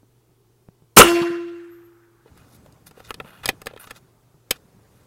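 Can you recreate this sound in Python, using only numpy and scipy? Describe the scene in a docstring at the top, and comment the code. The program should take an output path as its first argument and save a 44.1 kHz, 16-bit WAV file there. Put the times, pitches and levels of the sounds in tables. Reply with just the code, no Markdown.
"""An air rifle fires close to a microphone at an outdoor range: the blast overloads the input, the air left
in the reservoir rings on as a pipe tone, and the field throws the report back. A thin whistle follows.
Then hands and sleeves shift, and the metal lever is worked with slides and clicks and snaps shut.
Dull knocks on a wooden table, a quiet outdoor wash and a distant drone lie underneath."""
import sys
import numpy as np
from scipy import signal
from scipy.io import wavfile
from scipy.ndimage import uniform_filter1d

SR = 44100
rng = np.random.default_rng(int(sys.argv[2]) if len(sys.argv) > 2 else 0)


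def dump(signal):
    """Clip the signal to [-1, 1] and save it as 16-bit WAV at the path in sys.argv[1]."""
    limited = np.clip(np.atleast_2d(signal).T, -1, 1)
    pcm = np.round(limited * 32767).astype(np.int16)
    wavfile.write(sys.argv[1], SR, pcm)


N = 223321


def amp(db):
    """Gain of a level in dB."""
    return 10 ** (np.asarray(db) / 20)


def unit_rms(x):
    """Scaled to rms 1."""
    return x / np.sqrt(np.mean(x ** 2) + 1e-20)


def unit_burst(x):
    """Scaled so the loudest 3 ms have rms 1."""
    return x / np.sqrt(uniform_filter1d(x ** 2, size=130).max())


def add(mix, start_s, sound):
    """Mixes a sound in at start_s."""
    part = mix[round(start_s * SR):][:len(sound)]
    part += sound[:len(part)]


def curves(rows):
    """Start time and the other columns of a table, interpolated per sample."""
    times, *columns = np.transpose(rows)
    t = np.arange(times[0], times[-1], 1 / SR)
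    return times[0], [np.interp(t, times, column) for column in columns]


def resonance(x, hz, width_hz):
    """One resonator applied twice, scaled to rms 1."""
    radius = np.exp(-np.pi * width_hz / SR)
    pole = radius * np.exp(2j * np.pi * hz / SR)
    for _ in range(2):
        x = 2 * signal.lfilter([1 - radius], [1, -pole], x).real
    return unit_rms(x)


def noise(n, spectrum, patchy_db, size=512):
    """Patchy shaped noise, rms 1 before any decay; an optional t60_s column decays each band."""
    hop = size // 4
    frames, bin_hz = n // hop + 5, np.fft.rfftfreq(size, 1 / SR)
    hz, db, *t60_s = np.transpose(spectrum)

    def per_bin(values, **ends):
        return np.interp(np.log(bin_hz + 1), np.log(hz + 1), values, **ends)[:, None]

    real, imag, patches = rng.standard_normal((frames, len(bin_hz), 3)).T
    patches = unit_rms(uniform_filter1d(uniform_filter1d(patches, size=7, axis=0), size=9, axis=1))
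    spectra = (real + 1j * imag) * amp(per_bin(db, left=-62, right=-58) + patchy_db * patches)
    rms = np.sqrt(np.mean(signal.istft(spectra, nperseg=size, noverlap=size - hop)[1] ** 2))
    if t60_s:
        spectra = spectra * amp(-60 * np.arange(frames) * hop / SR / per_bin(t60_s[0]))
    return signal.istft(spectra, nperseg=size, noverlap=size - hop)[1][:n] / rms


# Outdoor wash and microphone hiss: freq_hz, gain_db
AIR_SPECTRUM = [(20, -22), (45, -10), (85, -15.5), (140, -11.5), (220, -18.5), (400, -11), (560, -24),
                (900, -23.5), (1760, -33), (6700, -35.5), (16000, -36)]


def outdoor_air(wash_db=-64, drone_db=-64.5, drone_hz=117, wander_hz=5):
    """Quiet wash and hiss, with a distant drone wandering in pitch and level."""
    drift, swell = (unit_rms(uniform_filter1d(uniform_filter1d(white, size=1500), size=1500))
                    for white in rng.standard_normal((2, N)))
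    phase = 2 * np.pi * np.cumsum(drone_hz + wander_hz * drift) / SR
    drone = amp(drone_db + 1.6 * swell) * np.sqrt(2) * np.sin(phase)
    return amp(wash_db) * noise(N, AIR_SPECTRUM, patchy_db=1.3, size=2048) + drone


# Knocks on the wooden table: start_s, level_db, pitch_hz, t60_s
TABLE_KNOCKS = [(0.028, -47, 258, 0.023), (0.291, -54, 152, 0.042), (0.684, -36, 160, 0.024),
                (0.819, -50.5, 151, 0.064), (2.256, -45, 450, 0.043), (3.244, -44, 170, 0.066),
                (3.527, -41.5, 295, 0.039), (3.57, -50, 431, 0.034), (4.34, -51.5, 150.3, 0.11),
                (4.506, -31, 200, .03)]


def table_knock(start_s, level_db, pitch_hz, t60_s):
    """A sharp tap swings two table modes for a few cycles."""
    t = np.arange(5000) / SR
    tap = -2.5 * t / 0.0002 * np.exp(-t / 0.00028)
    low_mode = np.sin(2 * np.pi * pitch_hz * t) * amp(-60 * t / t60_s)
    high_mode = 0.51 * np.sin(2 * np.pi * 2.05 * pitch_hz * t) * amp(-60 * t / (0.47 * t60_s))
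    return start_s + 0.00301, amp(level_db) * (tap + 2 * (low_mode + high_mode))


HAMMER_S, OPEN_S, CUT_S = .9635, .9712, 1.0225  # hammer release, valve opening, abrupt drop in level


def blast_envelope(hammer_db, turn_after_s, open_db, turn_db, cut_db, after_db, fall_db_per_s):
    """Gain of one part of the discharge: hammer flight, open valve, a step at CUT_S, a 70 ms fall."""
    t = np.arange(HAMMER_S, CUT_S + .07, 1 / SR)
    times = [HAMMER_S, HAMMER_S + .002, OPEN_S - .0015, OPEN_S, OPEN_S + turn_after_s,
             CUT_S - .001, CUT_S + .001]
    levels_db = [hammer_db - 36, hammer_db - 3, hammer_db + 4, open_db, turn_db, cut_db, after_db]
    return amp(np.interp(t, times, levels_db) - fall_db_per_s * np.maximum(t - times[-1], 0))


# Air jet and muzzle boom: freq_hz, gain_db
JET_SPECTRUM = [(1500, -16), (4000, -5.5), (7000, -0.5), (9000, 2), (11500, -4), (16000, -10)]
BOOM_SPECTRUM = [(30, -4.5), (55, -4), (110, -13), (170, -2), (300, -2.5), (450, 2.5), (650, -6),
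                 (1000, -9), (2200, -11), (4000, -18)]
# Barrel resonances: freq_hz, width_hz, gain_db
BARREL_MODES = [(1016, 70, -5.5), (1188, 100, -5.5), (1353, 120, 2.5), (1506, 91, -7.5), (2306, 200, -7)]
# Discharge envelopes: hammer_db, turn_after_s, open_db, turn_db, cut_db, after_db, fall_db_per_s
JET_ENVELOPE = (-15, .016, -8.5, 4, -20, -19, 500)
BOOM_ENVELOPE = (-23.5, 0.03, -1, 1.5, -11.5, -12, 350)
BARREL_ENVELOPE = (-28, .016, 4, -5, 1, -17, 250)
HIGH_RING_ENVELOPE = (-26, .018, -6.5, -15, -2, -21, 150)


def blast():
    """Escaping air hisses, the muzzle booms and the barrel rings roughly."""
    jet_gain = blast_envelope(*JET_ENVELOPE)
    n = len(jet_gain)
    rush = rng.standard_normal(n)
    jet = jet_gain * noise(n, JET_SPECTRUM, patchy_db=3)
    boom = blast_envelope(*BOOM_ENVELOPE) * noise(n, BOOM_SPECTRUM, patchy_db=0, size=2048)
    modes = sum(amp(db) * resonance(rush, hz, width) for hz, width, db in BARREL_MODES)
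    barrel = blast_envelope(*BARREL_ENVELOPE) * unit_rms(modes)
    high_ring = blast_envelope(*HIGH_RING_ENVELOPE) * resonance(rush, hz=2850, width_hz=300)
    return HAMMER_S, jet + boom + barrel + high_ring


# Near and far reflections from the field: freq_hz, gain_db, t60_s
NEAR_BANDS = [(59.94, -8, 0.45), (170, -10.5, 0.9), (450, -6, 1), (896, -5.5, 0.43), (1500, -6.5, 0.93),
              (2800, -11, 1), (5000, -17.5, 0.8), (8000, -11, 0.47), (12006, -18.5, 0.55),
              (16000, -20.5, .3)]
FAR_BANDS = [(300, -32, 1.1), (900, -10, 4.2), (1500, 2.5, 2.8), (2500, -7.5, 2.3), (4400, -17, 1.8),
             (8000, -19, 2.1), (12860, -30, 0.89)]


def field_reverb(start_s=1.025, length_s=1.6, near_db=-21, far_db=-44.5):
    """The report returns as a near, quick wash and a far, dull, slow one."""
    n = round(length_s * SR)
    near = amp(near_db) * noise(n, NEAR_BANDS, patchy_db=2.4)
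    far = amp(far_db) * noise(n, FAR_BANDS, patchy_db=2.5)
    return start_s, (near + far) * np.minimum(np.arange(n) / 400, 1)


# Reservoir overtones, relative to the lowest mode: freq_hz, gain_db, extra_loss_t60_s, partner_ratio
RESERVOIR_MODES = [(691, -15, 1.8, 0.84), (1031, -13, 1.7, .45), (1380, -19, 4.3, .2), (1723, -24, 1, .2),
                   (1952, -28, 1.5, .2), (2748, -14.5, 2, .15), (3354, -25, 0.9, .2),
                   (4460, -24.5, 1.7, .1), (5150, -26, 1.2, .2), (5440, -28, 1.1, .2)]


def reservoir(start_s=1.03, pitch_hz=342.8, level_db=-17, even_s=.12, fall_db_per_s=46.5, beat_hz=13):
    """A pipe tone rings; its level stays even briefly, then fades. Beating overtones die faster."""
    t = np.arange(0, 1.3, 1 / SR)
    tone = np.sin(2 * np.pi * pitch_hz * t)
    for hz, gain_db, t60_s, partner_ratio in RESERVOIR_MODES:
        phase = 2 * np.pi * rng.random()
        mode = np.sin(2 * np.pi * hz * t + phase)
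        partner = partner_ratio * np.sin(2 * np.pi * (hz - beat_hz) * t + phase)
        turbulence_db = 2.6 * unit_rms(uniform_filter1d(rng.standard_normal(len(t)), size=900))
        tone += amp(gain_db + turbulence_db - 60 * t / t60_s) * (mode + partner)
    envelope = amp(level_db - fall_db_per_s * np.maximum(t - even_s, 0))
    fades = np.minimum(t / .012, 1) * np.minimum((t[-1] - t) / .02, 1)
    return start_s, np.sqrt(2) * envelope * tone * fades


# Echoes off distant surfaces: peak_s, level_db, centre_hz, length_s
DISTANT_ECHOES = [(1.072, -20, 1600, .008), (1.08, -25, 2020, 0.013), (1.088, -24.5, 3020, 0.0099),
                  (1.117, -27, 1500, .01), (1.165, -31, 2200, .06), (1.218, -27, 194, .013),
                  (1.222, -30, 2900, .015), (1.228, -31, 1090, .025), (1.275, -37, 1560, .04),
                  (1.303, -32.5, 185, .01), (1.35, -40.5, 1500, 0.055)]


def echo(peak_s, level_db, centre_hz, length_s):
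    """One surface returns the report as a smeared burst of band noise."""
    t = np.arange(4000) / SR
    rise_s = length_s / 3
    smear = t / rise_s * np.exp(1 - t / rise_s)
    band = resonance(rng.standard_normal(len(t)), centre_hz, width_hz=.5 * centre_hz)
    return peak_s - rise_s, amp(level_db) * band * smear


# Thin high whistle: time_s, pitch_hz, level_db
WHISTLE_PATH = [(1.63, 9800, -86), (1.69, 11500, -78), (1.72, 12170, -61), (1.77, 13350, -69),
                (1.825, 13750, -73), (1.862, 12600, -62), (1.89, 12400, -79), (1.935, 11800, -76),
                (1.97, 12400, -78), (2.05, 12300, -84)]


def whistle(partner_ratio=1.07, partner_db=-80):
    """A thin, high, wavering whistle with a faint partner, perhaps a ricochet, bird or insect."""
    start_s, (pitch_hz, level_db) = curves(WHISTLE_PATH)
    phase = 2 * np.pi * np.cumsum(uniform_filter1d(pitch_hz, size=1500)) / SR
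    partner = amp(partner_db) * np.sin(partner_ratio * phase) * np.hanning(len(phase))
    return start_s, np.sqrt(2) * amp(level_db) * np.sin(phase) + partner


# Weight shifting at the table: time_s, rumble_db
WEIGHT_SHIFTS = [(2.2, -72.5), (2.32, -55.5), (2.55, -51.5), (2.91, -60.5), (3.22, -50), (3.34, -57.5),
                 (3.47, -46), (3.7, -58.5), (4.04, -58.5), (4.2, -69), (4.45, -66.5), (4.52, -58),
                 (5.06, -58)]
# Table rumble and clothes rustle: freq_hz, gain_db
RUMBLE_SPECTRUM = [(25, -32), (60, 3.5), (150, 5.5), (350, -5), (600, -12)]
RUSTLE_SPECTRUM = [(500, 4.5), (1200, -0.5), (3000, -13), (7000, -12.5), (16000, -20)]


def body_shift():
    """Shifting weight rumbles through the table; the rustle of clothes follows it in part."""
    start_s, (rumble_db,) = curves(WEIGHT_SHIFTS)
    n = len(rumble_db)
    rumble = amp(rumble_db) * noise(n, RUMBLE_SPECTRUM, patchy_db=2.5, size=1024)
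    rustle = amp(-35 + .51 * rumble_db) * noise(n, RUSTLE_SPECTRUM, patchy_db=2.5)
    return start_s, (rumble + rustle) * np.minimum(np.arange(n) / 2000, 1)


# Strokes of hands, sleeves and sliding bolt: start_s, peak_s, end_s, rub_db, cloth_db, scrape_db
FRICTION_STROKES = [(2.25, 2.27, 2.34, -60.5, -80, -80), (2.35, 2.378, 2.54, -58, -68, -68),
                    (2.45, 2.56, 2.58, -64, -61, -58), (2.61, 2.665, 2.7, -67, -71, -69),
                    (2.858, 2.87, 2.905, -52.5, -51.5, -48.5), (2.93, 2.99, 3.1, -56, -64, -65),
                    (3.035, 3.05, 3.13, -53.5, -53.5, -63), (3.06, 3.095, 3.14, -49, -64, -53),
                    (3.15, 3.17, 3.1, -61, -73, -71), (3.225, 3.27, 3.62, -50, -69, -61),
                    (3.428, 3.44, 3.49, -35.5, -52, -52), (3.58, 3.61, 3.65, -61, -76, -79),
                    (3.67, 3.685, 3.75, -50, -70, -73), (3.79, 3.802, 3.885, -49, -59, -44.5),
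                    (3.8, 3.848, 3.86, -46, -54, -62), (3.86, 3.872, 3.9, -54, -54, -62),
                    (3.88, 3.902, 3.95, -50.5, -57, -65), (3.94, 3.968, 3.993, -48, -51, -55.5),
                    (4.2, 4.255, 4.2, -68, -65.5, -66), (4.515, 4.53, 4.57, -45.5, -64, -62),
                    (4.54, 4.564, 4.58, -54, -56, -63), (4.8, 5.0, 5.2, -71, -76, -72)]
# Resonances under the rubbing: freq_hz, width_hz, gain_db
SLIDE_MODES = [(1404, 120, 1), (1995, 88, -6.5), (2500, 100, -2.5), (2835, 130, -3), (3390, 300, -7)]
# Rub, cloth fizz and slide scrape: freq_hz, gain_db
RUB_SPECTRUM = [(500, -1), (900, 0), (1400, 5), (2500, -9), (3800, -11), (4600, -12)]
CLOTH_SPECTRUM = [(3500, 3.5), (4300, -2.5), (5300, -2.5), (7200, -4.5), (8500, -8)]
SCRAPE_SPECTRUM = [(7500, -31), (9000, 12.5), (10500, 11), (13500, 10), (16000, 1)]


def friction_stroke(start_s, peak_s, end_s, rub_db, cloth_db, scrape_db):
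    """Pressure swells and eases; a jumpy grip modulates the singing rub, the cloth and the scrape."""
    t = np.arange(start_s, end_s, 1 / SR)
    n = len(t)
    pressure = amp(-24.5 * np.interp(t, [start_s, peak_s, end_s], [1, 0, 1]) ** 1.44)
    grip_db = 2.25 * unit_rms(uniform_filter1d(rng.standard_normal(n), size=150))
    slip = rng.standard_normal(n)
    modes = sum(amp(db) * resonance(slip, hz, width) for hz, width, db in SLIDE_MODES)
    rub = amp(rub_db) * unit_rms(noise(n, RUB_SPECTRUM, patchy_db=2.5) + .7 * unit_rms(modes))
    cloth = amp(cloth_db) * noise(n, CLOTH_SPECTRUM, patchy_db=.87)
    scrape = amp(scrape_db) * noise(n, SCRAPE_SPECTRUM, patchy_db=3.2)
    fades = np.minimum(np.minimum(np.arange(n), np.arange(n)[::-1]) / 130, 1)
    return start_s, (rub + cloth + scrape) * unit_rms(amp(grip_db)) * pressure * fades


# Lever and bolt clicks: start_s, ring_db, body_rel_db, tick_rel_db, pitch_hz, rise_s
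LEVER_CLICKS = [(2.374, -59, 4, 4.5, 965, .0012), (2.658, -54.5, 8, -6, 1040, .0028),
                (2.722, -66, -1, 10, 6000, .0018), (2.908, -51.5, 3, -2, 1080, .0024),
                (2.972, -58, 15, -8, 600, 0.0015), (3.001, -43, 2.5, -12, 1120, 0.0011),
                (3.072, -55, -13, -2, 1570, .0015), (3.105, -25, -5.5, -11.5, 1300, 0.00091),
                (3.141, -35.5, -7.5, -1, 4900, .0008), (3.199, -28, -3, -20, 1150, 0.0013),
                (3.244, -48.5, 2, -20, 1300, .0018), (3.433, -38.5, -19, -13, 1830, 0.00072),
                (3.456, -23, -7.5, 6, 4930, 0.00092), (3.476, -35, 0, 4, 3300, .0025),
                (3.487, -13, -8, -8, 2140, 0.0025), (3.499, -36.5, 5.5, -2, 1400, 0.00072),
                (3.615, -41, 1, -1, 1220, 0.0023), (3.658, -42, 4, 2, 912, 0.0011),
                (3.667, -25, -4, -7, 1640, 0.002), (3.709, -51, 9.5, -17, 1600, .0013),
                (3.733, -49, 11.5, -12, 480, 0.003), (3.761, -45.5, 8, -11, 480, .0015),
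                (3.773, -42, -20, -14.5, 1452, 0.0016), (3.869, -41, -7.5, -15, 970, .0029),
                (3.905, -32.5, -8, -6.5, 1500, 0.0041), (4.5065, -16.5, -6, 2.5, 2800, .0036)]
# Metal lever resonances: freq_hz, width_hz, gain_db
LEVER_MODES = [(290, 310, -3), (452, 190, 4.5), (743, 93, -3.5), (1300, 260, 4.5), (1746, 250, 6.5),
               (1994, 450, 7.5), (2456, 470, 11.5), (3074, 520, 12), (3500, 480, 6), (4990, 720, 13.5),
               (6680, 450, 6.5), (8110, 600, 8.5), (10100, 2400, 6), (11500, 500, 0), (13700, 1600, 15)]


def lever_click(start_s, ring_db, body_rel_db, tick_rel_db, pitch_hz, rise_s, t60_s=.023):
    """A rattling contact drives the lever's modes, most near pitch_hz; the stock jolts the table."""
    t = np.arange(5000) / SR
    blow = rng.standard_normal(len(t)) * np.minimum(t / rise_s, 1) ** 2
    rattle = blow * (amp(-60 * t / t60_s) + .044 * amp(-60 * t / .087))
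    snap = blow * (amp(-60 * t / (.83 * t60_s)) + .0092 * amp(-60 * t / .11))
    push = t / .0031
    jolt = 2.5 * push * (2 - push) * np.exp(-push)
    sound = amp(-23 + .65 * ring_db) * jolt  # grows less than the blow
    ring_top_hz = np.clip(2.2 * pitch_hz, 1800, 4500)  # a dull blow excites less treble
    for low_hz, high_hz, noise_top_hz, band_db, drive in ((200, 900, 900, body_rel_db, rattle),
                                                          (900, 4500, ring_top_hz, 0, rattle),
                                                          (4500, 16500, 13000, tick_rel_db, snap)):
        bandpass = signal.butter(3, [low_hz, noise_top_hz], "band", fs=SR, output="sos")
        broad = signal.sosfilt(bandpass, drive)
        modes = 0
        for hz, width_hz, gain_db in LEVER_MODES:
            if low_hz < hz < high_hz:
                off_pitch_db = 20 * min(abs(np.log2(hz / pitch_hz)), .8)
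                tilt_db = 1.6 * np.log2(hz / low_hz)
                modes += amp(gain_db - off_pitch_db - tilt_db) * resonance(drive, hz, width_hz)
        sound += amp(ring_db + band_db) * unit_burst(unit_rms(modes) + .75 * unit_rms(broad))
    return start_s + .0004, sound


def scene():
    """All sources at one microphone."""
    mix = outdoor_air()
    for part in (blast(), reservoir(), field_reverb(), whistle(), body_shift()):
        add(mix, *part)
    for table, play in ((DISTANT_ECHOES, echo), (LEVER_CLICKS, lever_click),
                        (TABLE_KNOCKS, table_knock), (FRICTION_STROKES, friction_stroke)):
        for row in table:
            add(mix, *play(*row))
    return mix[None]


def record(dry):
    """The input clips on the blast; a 16 kHz low-pass and a second clip follow."""
    overloaded = np.clip(dry, -1, 1)
    lowpass = signal.firwin(255, 16000, window=("kaiser", 9), fs=SR)
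    return np.clip(signal.oaconvolve(overloaded, lowpass[None], "same"), -1, 1)


dry = scene()
out = record(dry)
dump(out)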